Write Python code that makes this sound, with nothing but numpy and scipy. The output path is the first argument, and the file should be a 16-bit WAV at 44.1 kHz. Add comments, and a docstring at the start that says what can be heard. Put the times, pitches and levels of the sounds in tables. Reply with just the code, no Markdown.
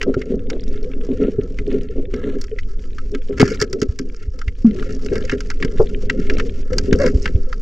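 """Hard taps and a hollow gurgle come first, over the low rumble of water swaying against a camera case.
A diver holds the waterproof case over a shallow reef and prods a pufferfish with a thin rod.
The grip knocks, rubs and slides, so the hollow case gurgles; air pockets gulp and a wet finger squeaks.
Taps, sharp snaps and the scraping rod ring the case wall, over a wet fizz as of shrimp and grit.
The sound starts narrow and widens, and the loudest knocks overload the microphone."""
import sys
import numpy as np
from scipy import signal
from scipy.fft import rfft, irfft, next_fast_len
from scipy.io import wavfile
from scipy.ndimage import map_coordinates

SR = 44100
rng = np.random.default_rng(int(sys.argv[2]) if len(sys.argv) > 2 else 0)


def inscribe(sig):
    """Save sig as 16-bit PCM at rate SR to the path in sys.argv[1].

    A 1-D sig is mono; a 2-D sig holds one channel per row.
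    Samples are clipped to [-1, 1] before scaling.
    """
    pcm = np.round(np.clip(np.atleast_2d(sig).T, -1, 1) * 32767)
    wavfile.write(sys.argv[1], SR, pcm.astype(np.int16))


N = 335601

# slides of the hand on the case: start_s, length_s, level_db, centre_hz
HAND_SLIDES = [(0.056, 0.055, -14.5, 398), (0.288, 0.06, -18, 325), (0.515, 0.051, -19.5, 483),
               (0.701, 0.06, -33.5, 373), (1.079, 0.053, -17.5, 361), (1.193, 0.1, -15, 342),
               (1.662, 0.12, -19.5, 337), (1.951, 0.045, -23.5, 397), (2.131, .24, -25, 338),
               (3.115, 0.071, -26.5, 342), (3.289, 0.036, -23.5, 362), (6.13, 0.095, -24, 232),
               (6.285, 0.13, -25, 416), (6.975, 0.13, -23, 256)]
# tone of a rattle heard through the case wall: frequency_hz, level_db
WALL_TONE = [(300, -47), (700, -9), (1320, -1.5), (2900, -1.5), (3900, -7), (16000, -50)]
STROKE_RISE_S, STROKE_FADE_S, QUICK_RISE_S = 0.0096, 0.01, 0.0042
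PITCH_WAVER = 0.05  # share by which a gulp or squeak wanders off its pitch


def knocks():
    """Each blow of the grip makes the case shudder; where it lands picks which hollow notes answer."""
    # blows on the case: start_s, level_db, centre_hz, ring_s (time to fade by 60 dB)
    blows = [(0.165, -7, 380, 0.08), (1.382, -5, 317, 0.064), (3.398, -2, 360, 0.22),
             (3.425, 9.5, 279, 0.032), (3.615, -7.5, 412, 0.12), (3.729, -13.5, 378, 0.28),
             (3.817, -7.5, 330, 0.15), (3.992, -17.5, 288, 0.33), (5.112, -10.5, 450, 0.33),
             (5.323, -9.5, 383, 0.16), (5.647, -12, 347, 0.096), (5.796, -1.5, 660, 0.091),
             (6.921, -2, 299, 0.12)]
    push_hz, push_db = 122.4, -10.5
    out, t = np.zeros((2, N)), np.arange(SR // 3) / SR
    push = peak_one(np.sin(2 * np.pi * push_hz * t) * t * np.exp(-2 * push_hz * t))
    for start_s, level_db, centre_hz, ring_s in blows:
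        swell = peak_one((1 - np.exp(-(t / QUICK_RISE_S) ** 2)) * amp(-60 * t / ring_s))
        noise = rng.standard_normal((2, 2 * len(t)))
        contact = band_pass(noise, centre_hz / 1.466, centre_hz * 1.4)
        shudder = hollow_case(contact)[:, len(t):]
        ring = np.array([rms_one(swell * channel) for channel in shudder]) * np.sqrt(np.mean(swell ** 2))
        add(out, start_s, amp(level_db - 5) * ring)
        add(out[0], start_s, amp(level_db + push_db) * push)  # the blow also shoves the whole case
    return out


def rubbing(rub_gain):
    """Tiny slips of the grip come in clumps and keep the case gurgling; small bubbles blip among them."""
    slips = clicks(per_s=700, spread_db=2) * amp(2.7 * wobble(22))
    gurgle = rms_one(hollow_case(low_pass(slips, 620, order=4)))
    blips = bubbles(per_s=30, centre_hz=435, octaves=0.5, ring_s=0.08)
    return rub_gain * rms_one(gurgle + amp(-5) * blips)


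def slides():
    """A slide is a dense run of slips; where the hand touches picks which hollow notes gurgle."""
    out, band_ratio = np.zeros((2, N)), 1.574
    slips = clicks(per_s=900, spread_db=2) * amp(2 * wobble(35))
    for start_s, length_s, level_db, centre_hz in HAND_SLIDES:
        swell = stroke(length_s)
        run = slips[:, round(start_s * SR):][:, :len(swell)]
        contact = band_pass(run, centre_hz / band_ratio, centre_hz * band_ratio)
        add(out, start_s, amp(level_db) * swell[:run.shape[-1]] * rms_one(hollow_case(contact)))
    return out


def taps():
    """A tap rings the wall around one note, set by where it lands, with little treble."""
    # hard, hollow taps on the case: start_s, level_db, pitch_hz
    hits = [(0.013, -9.5, 1950), (0.1405, -16.5, 1400), (0.2155, -17.5, 2120), (1.586, -18.5, 2034),
            (2.586, -18, 2070), (2.983, -18.5, 1387), (4.4139, -20.5, 1470), (4.4783, -19.5, 2120),
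            (4.824, -21.5, 1270), (5.2949, -9.5, 2040), (5.5121, -19.5, 1500), (5.625, -9.5, 1920),
            (6.097, -4.5, 1920), (6.2975, -9, 2000), (6.3964, -9.5, 1810), (7.256, -7, 1624),
            (7.275, -17, 1760), (7.5268, -14, 1360)]
    out, t = np.zeros((2, N)), np.arange(SR // 12) / SR
    onset, ring_s = 1 - np.exp(-t / 0.0015), 0.028
    swell = onset * amp(-60 * t / ring_s)
    for start_s, level_db, pitch_hz in hits:
        band_ratio = 1 + 0.4 * amp(0.63 * level_db)  # harder taps ring a wider band
        burst = rng.standard_normal((2, len(t))) * swell
        rattle = rms_one(colour(burst, WALL_TONE)) + amp(-7) * rms_one(onset * wall_ring(t))
        body = band_pass(rattle, pitch_hz / band_ratio, pitch_hz * band_ratio, order=1)
        note = swell * np.sin(2 * np.pi * (pitch_hz * t + rng.random((2, 1))))
        tap = rms_one(body) + amp(-7.5) * rms_one(note) + amp(-16) * rms_one(wall_treble(burst))
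        add(out, start_s, amp(level_db - 20.5) * rms_one(tap))
    return out


def snaps():
    """A snap rattles through the case for a few milliseconds and leaves the wall ringing."""
    # sharp snaps: start_s, body_db, treble_db
    cracks = [(0.028, -15.5, -25.5), (0.5001, -19.5, -28), (2.1392, -24.5, -39), (2.4129, -33.5, -24.5),
              (2.4393, -31, -36), (3.1473, -20.5, -38), (3.397, -9, -21.5), (3.403, -6, -22),
              (3.4137, -7.5, -17.5), (3.6, -28, -24), (3.6138, -17.5, -15.5), (3.6214, -14, -16),
              (3.7283, -22, -23.5), (3.8161, -17, -22.5), (3.828, -24.5, -30.5), (3.9884, -21.5, -25.5),
              (4.389, -33, -36.5), (5.061, -27.5, -34), (5.1549, -18.5, -33.5), (5.25, -31, -35),
              (5.3142, -29.5, -36), (5.4043, -23, -29.5), (5.5013, -18, -26.5), (5.647, -20.5, -29.5),
              (6.3836, -20, -37), (6.7308, -23.5, -34), (6.782, -16, -12), (6.9273, -10, -23.5),
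              (7.0617, -15, -24)]
    out, t = np.zeros((2, N)), np.arange(SR // 12) / SR
    onset = 1 - np.exp(-t / 0.0016)
    tail = amp(-24.5 - 60 * t / 0.052)
    shape = (len(cracks), 2, len(t))
    bursts = lambda fade_s: rng.standard_normal(shape) * onset * (amp(-60 * t / fade_s) + tail)
    rattles = colour(bursts(fade_s=0.028), WALL_TONE)
    spits = wall_treble(bursts(fade_s=0.016))
    for (start_s, body_db, treble_db), rattle, spit in zip(cracks, rattles, spits):
        body = rms_one(rattle) + amp(2.5) * rms_one(onset * wall_ring(t))
        add(out, start_s, amp(body_db - 19.5) * rms_one(body) + amp(treble_db - 15) * rms_one(spit))
    return out


def gulps():
    """A pocket of air rings with one quivering, gliding note, then is cut short."""
    # air pockets at the case: start_s, level_db, start_hz, end_hz, length_s
    pockets = [(0.073, -8.5, 398, 440, 0.041), (2.513, -18, 455, 430, 0.023),
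               (4.644, 0.5, 233.6, 213, 0.053), (5.806, -9.5, 459, 390, 0.022)]
    rise_s, ring_s, quiver_db = 0.004, 0.2, 2.2
    out, t = np.zeros(N), np.arange(SR // 3) / SR
    for start_s, level_db, start_hz, end_hz, length_s in pockets:
        glide_hz = end_hz + (start_hz - end_hz) * np.exp(-t / length_s)
        pitch_hz = glide_hz * (1 + PITCH_WAVER * wobble(110)[:len(t)])
        note = np.sin(2 * np.pi * np.cumsum(pitch_hz) / SR)
        swell = (1 - np.exp(-(t / rise_s) ** 2)) * amp(-60 * t / ring_s - (t / length_s) ** 4)
        quiver = amp(quiver_db * wobble(110)[:len(t)])
        add(out, start_s, amp(level_db) * peak_one(swell * quiver * note))
    return out


def squeak():
    """A wet finger sticks and slips: a rough note with weak overtones that rises and sinks."""
    # path of the squeak's note: time_s, pitch_hz
    glide = [(6.995, 499), (7.015, 574.4), (7.055, 483)]
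    start_s, length_s, level_db = glide[0][0], 0.072, -14.5
    pitch_hz = over_time(glide) * (1 + PITCH_WAVER * wobble(300))
    phase = 2 * np.pi * np.cumsum(pitch_hz) / SR
    note = np.sin(phase) + amp(-23.5) * (np.sin(2 * phase) + np.sin(3 * phase))
    swell, = stroke_gains([(start_s, length_s, level_db)], rise_s=QUICK_RISE_S)
    return swell * rms_one(note * amp(3.5 * wobble(160)))


def scrapes():
    """The rod catches and slips in quick little jerks that keep the wall ringing."""
    # scrapes on sand and weed: start_s, length_s, ring_db, fizz_db
    drags = [(3.372, 0.11, -31, -40.5), (3.475, 0.08, -36.5, -42.5), (3.591, 0.035, -27, -36),
             (5.116, 0.076, -36.5, -51), (5.305, 0.025, -29.5, -43.5), (6.983, 0.1, -29.5, -39.5)]
    out, t = np.zeros((2, N)), np.arange(SR // 10) / SR
    jerks = patter(per_s=320, spread_db=2, fade_s=0.022)
    for start_s, length_s, ring_db, fizz_db in drags:
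        swell = stroke(length_s)
        run = jerks[:, round(start_s * SR):][:, :len(swell)]
        ring = signal.fftconvolve(run, wall_ring(t), axes=1)[:, :len(swell)]
        body = amp(ring_db) * rms_one(colour(ring, WALL_TONE))
        fizz = amp(fizz_db) * rms_one(wall_treble(run))
        add(out, start_s, swell * (body + fizz))
    return out


def bubbles(per_s, centre_hz, octaves, ring_s):
    """Bubbles blip softly at random times, each climbing a little in pitch as it dies."""
    out, t = np.zeros(N), np.arange(int(ring_s * SR)) / SR
    swell = (1 - np.exp(-10 * t / ring_s)) * amp(-60 * t / ring_s)
    climb = 0.071 * t / ring_s
    for when, size, pitch in rng.random((int(per_s * N / SR), 3)):
        pitch_hz = centre_hz * 2 ** (octaves * (pitch - 0.5))
        add(out, when * N / SR, size * swell * np.sin(2 * np.pi * pitch_hz * t * (1 + climb / 2)))
    return rms_one(out)


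def water(rub_gain):
    """Water presses on the case: a slow sway, a rumble that grows with movement, and soft pushes."""
    # strength of the flow: time_s, level_db
    flow = [(0, -21), (3.1, -21), (3.8, -27), (6.3, -17), (7.6, -19.5)]
    # tones of the sway and the rumble: frequency_hz, level_db
    sway_tone = [(3, -25.5), (10, 4), (16, -0.5), (36, -10.5), (55, -18), (170, -110)]
    rumble_tone = [(20, -34.5), (42, -7.5), (92, -1.5), (130, -21.5), (250, -24.5), (1200, -120)]
    # soft pushes of water: middle_s, level_db, pitch_hz
    pushes = [(3.897, -9.5, 63.4), (4.288, -14, 56.5), (4.484, -10, 58), (6.945, -7.5, 60.7),
              (7.158, -5, 53.8), (7.356, -3.5, 66.3)]
    flow_db = over_time(flow)
    sway = amp(flow_db + 1.5) * rms_one(colour(rng.standard_normal(N), sway_tone))
    rumble_gain = np.hypot(amp(flow_db - 18.5), amp(-5) * rub_gain)
    out = sway + rumble_gain * rms_one(colour(rng.standard_normal(N), rumble_tone))
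    t = np.arange(-SR // 20, SR // 20) / SR
    for middle_s, level_db, pitch_hz in pushes:
        push = np.sin(2 * np.pi * pitch_hz * t) * np.exp(-(t * pitch_hz / 0.45) ** 2)
        add(out, middle_s + t[0], -amp(level_db) * peak_one(push))
    return out


def crackle(wash_gain, fizz_gain):
    """A lumpy wash lightly rings the wall; distant shrimp fizz, with nearer ticks standing out."""
    wash = patter(per_s=600, spread_db=2, fade_s=0.025) * amp(2.8 * wobble(24))
    ring = signal.fftconvolve(wash, wall_ring(np.arange(SR // 10) / SR), axes=1)[:, :N]
    body = rms_one(colour(rms_one(wash) + 0.5 * wobble(10) * rms_one(ring), WALL_TONE))
    dull_ticks = ticks(per_s=19, centre_hz=2398, octaves=0.53)
    grit = ticks(per_s=19, centre_hz=6040, octaves=0.93)
    fizz = rms_one(wall_treble(wash)) + amp(-1) * rms_one(wall_treble(grit))
    return wash_gain * (body + amp(-3.5) * dull_ticks) + fizz_gain * fizz


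def ticks(per_s, centre_hz, octaves):
    """Scattered little ticks, each a brief spray of 20 tones, some duller and some brighter."""
    out, t = np.zeros((2, N)), np.arange(SR // 20) / SR
    pop = (1 - np.exp(-t * 1000)) * amp(-60 * t / 0.013)
    for when, size, pitch in rng.random((int(per_s * N / SR), 3)):
        tones_hz = centre_hz * 2 ** (octaves * (pitch - 0.5) + rng.uniform(-0.7, 0.7, (20, 1)))
        spray = np.sin(2 * np.pi * (tones_hz * t + rng.random((2, 20, 1)))).sum(axis=1)
        add(out, when * N / SR, size ** 2 * pop * spray)
    return rms_one(out)


def movement():
    """The diver's movements set how loud the rubbing, the wash and the fizz are."""
    # spells of swimming up, prodding and pinning the fish: start_s, length_s, rub_db, wash_db, fizz_db
    spells = [(0, 2.35, -31.5, -55, -85), (3.32, 0.19, -25.5, -48, -66), (4.66, 0.64, -29, -49, -55),
              (5.6, 0.89, -29.5, -48.5, -54.5), (6.7, 0.5, -24, -48.5, -51.5)]
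    # water sloshing past the case: start_s, length_s, wash_db
    sloshes = [(1.215, 0.031, -39), (1.69, 0.026, -37), (2.11, 0.22, -46), (4.72, 0.1, -46.5)]
    still_rub_db, still_wash_db, still_fizz_db = -43, -57.5, -61
    rub, wash, fizz = stroke_gains(spells, rise_s=0.0052, fade_s=0.18)
    slide, = stroke_gains([row[:-1] for row in HAND_SLIDES])
    slosh, = stroke_gains(sloshes, rise_s=0.026, fade_s=0.026)
    together = lambda *gains: np.sqrt(sum(gain ** 2 for gain in gains))
    return (together(amp(still_rub_db), rub),
            together(amp(still_wash_db), wash, slosh, amp(-34) * slide),
            together(amp(still_fizz_db), fizz))


def hollow_case(sound):
    """The air and shell of the case ring at a few low, muffled notes."""
    # hollow notes of the case: pitch_hz, width_hz, level_db
    notes = [(164, 28, -5.5), (212, 83, -12.5), (272.2, 21, 4.5), (416.5, 29.4, 11.5), (491.5, 19, 0.5),
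             (667, 580, -1.5)]
    # muffling by the case: frequency_hz, level_db
    muffle = [(40, -48.5), (135, 9), (200, 15), (540, -0.5), (850, -18.5), (1400, -9), (4000, -77.5)]
    return colour(resonate(sound, notes), muffle)


def wall_ring(t):
    """The stiff case wall rings with a new mix of its notes at every contact."""
    # notes of the wall: pitch_hz, level_db, ring_s
    notes = [(1303, -11, 0.083), (1399, -3.5, 0.036), (1578, -6, 0.046), (1697, 3, 0.012),
             (1978, -6, 0.036), (2170, -3.5, 0.034), (2730, -11.5, 0.033)]
    pitch_hz, level_db, ring_s = np.transpose(notes)[..., None]
    luck_db = 3 * rng.standard_normal(pitch_hz.shape)
    tones = np.sin(2 * np.pi * (pitch_hz * t + rng.random((2, len(notes), 1))))
    return np.sum(amp(level_db + luck_db - 60 * t / ring_s) * tones, axis=1)


def wall_treble(sound):
    """Treble reaches the microphones through the wall's highest notes."""
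    # high notes of the wall: pitch_hz, width_hz, level_db
    notes = [(4860, 540, 5.5), (5534, 330, 8.5), (6380, 590, 0.5)]
    # tone of the fizz: frequency_hz, level_db
    fizz_tone = [(1500, -38), (3900, -13), (4500, -4), (7500, -9.5), (8200, -21.5), (15000, -34.5)]
    return colour(sound + resonate(sound, notes), fizz_tone)


def patter(per_s, spread_db, fade_s):
    """A crowd of soft puffs of noise that overlap at random."""
    t = np.arange(SR // 20) / SR
    puff = (1 - np.exp(-t * 1000)) * amp(-60 * t / fade_s)
    power = signal.fftconvolve(clicks(per_s, spread_db)[0] ** 2, puff ** 2)[:N]
    return rms_one(np.sqrt(np.abs(power)) * rng.standard_normal((2, N)))


def clicks(per_s, spread_db):
    """Two channels of clicks with shared random times and uneven sizes."""
    sizes = amp(spread_db * np.clip(rng.standard_normal(N), -2, 2))
    return rms_one((rng.random(N) < per_s / SR) * sizes * rng.standard_normal((2, N)))


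def stroke(length_s, rise_s=STROKE_RISE_S, fade_s=STROKE_FADE_S):
    """A loudness curve that rises, holds until length_s and dies away."""
    t = np.arange(int((length_s + 8 * fade_s) * SR)) / SR
    return np.clip(t / rise_s, 0, 1) * np.exp(-np.maximum(t - length_s, 0) / fade_s)


def stroke_gains(rows, rise_s=STROKE_RISE_S, fade_s=STROKE_FADE_S):
    """One loudness curve for each level in rows of start_s, length_s, level_db, ..."""
    gains = np.zeros((len(rows[0][2:]), N))
    for start_s, length_s, *levels_db in rows:
        add(gains, start_s, np.outer(amp(levels_db), stroke(length_s, rise_s, fade_s)))
    return gains


def wobble(per_s):
    """A smooth random curve through per_s new values a second."""
    return map_coordinates(rng.standard_normal(int(N * per_s / SR) + 4), [np.arange(N) * per_s / SR])


def resonate(sound, notes):
    """Let a sound ring at notes given as pitch_hz, width_hz, level_db."""
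    return filtered(sound, lambda hz: sum(
        amp(db) * 1j * hz * width / (pitch ** 2 - hz ** 2 + 1j * hz * width)
        for pitch, width, db in notes))


def colour(sound, tone):
    """Shape a sound by frequency_hz, level_db points, with no ringing ahead of it."""
    def response(hz):
        cepstrum = irfft(np.log(amp(over_pitch(tone, hz))))
        forward_only = 1 + np.sign(np.fft.fftfreq(len(cepstrum)))
        return np.exp(rfft(cepstrum * forward_only))
    return filtered(sound, response)


def filtered(sound, response):
    """Scale and shift each frequency by response(hz)."""
    length = sound.shape[-1]
    padded = next_fast_len(length + SR // 8)
    return irfft(rfft(sound, padded) * response(np.fft.rfftfreq(padded, 1 / SR)), padded)[..., :length]


def band_pass(sound, low_hz, high_hz, order=2):
    """Keep what lies between two frequencies."""
    return signal.sosfilt(signal.butter(order, [low_hz, high_hz], "band", fs=SR, output="sos"), sound)


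def low_pass(sound, top_hz, order):
    """Keep what lies below top_hz."""
    return signal.sosfilt(signal.butter(order, top_hz, fs=SR, output="sos"), sound)


def over_pitch(points, hz):
    """Join frequency_hz, value points on a log scale and read them at hz."""
    points_hz, values = np.transpose(points)
    return np.interp(np.log(hz + 1), np.log(points_hz + 1), values)


def over_time(points):
    """Join time_s, value points into one value per sample."""
    return np.interp(np.arange(N) / SR, *np.transpose(points))


def add(track, start_s, sound):
    """Mix a sound into a track at start_s."""
    part = track[..., max(round(start_s * SR), 0):][..., :sound.shape[-1]]
    part += sound[..., :part.shape[-1]]


def amp(db):
    """Turn decibels into a gain."""
    return 10 ** (np.asarray(db) / 20)


def rms_one(sound):
    """Scale to an average (rms) level of 1."""
    return sound / np.sqrt(np.mean(sound ** 2) + 1e-20)


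def peak_one(sound):
    """Scale to a peak of 1."""
    return sound / np.abs(sound).max()


def scene():
    """Two microphones share the case: they sound alike in the bass, less so in the treble."""
    # how alike left and right are: frequency_hz, likeness (0 to 1)
    likeness = [(200, 1), (1500, 0.71), (8500, 0.9)]
    # how much louder the left is at full width: frequency_hz, level_db
    left_louder = [(100, -0.3), (2200, 2.5), (5000, -2.5), (9000, 2.5)]
    # how far the left runs ahead at full width: frequency_hz, phase_radians
    left_ahead = [(200, 0), (1800, -0.6), (4200, 0)]
    # stereo width: time_s, side_db
    width = [(2.2, -17.5), (3.5, -0.5)]
    rub_gain, wash_gain, fizz_gain = movement()
    case = rubbing(rub_gain) + slides() + knocks() + snaps() + taps() + scrapes()
    case += crackle(wash_gain, fizz_gain)
    # mid is what left and right share; side is what sets them apart
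    angle = lambda hz: np.arccos(np.clip(over_pitch(likeness, hz), 0, 1)) / 2
    mid, side = filtered(case, lambda hz: np.array([np.cos(angle(hz)), np.sin(angle(hz))]))
    mid = mid + water(rub_gain) + gulps() + squeak()
    lean = lambda hz: np.log(amp(over_pitch(left_louder, hz))) + 1j * over_pitch(left_ahead, hz)
    side = side + filtered(mid, lambda hz: np.tanh(lean(hz) / 2))
    side *= amp(over_time(width))
    return np.array([mid + side, mid - side])


def record(dry):
    """The camera flattens peaks that reach full scale and cuts off the highest treble."""
    clipped = dry / (1 + dry ** 16) ** (1 / 16)
    return low_pass(clipped, top_hz=16100, order=20)


dry = scene()
out = record(dry)
inscribe(out)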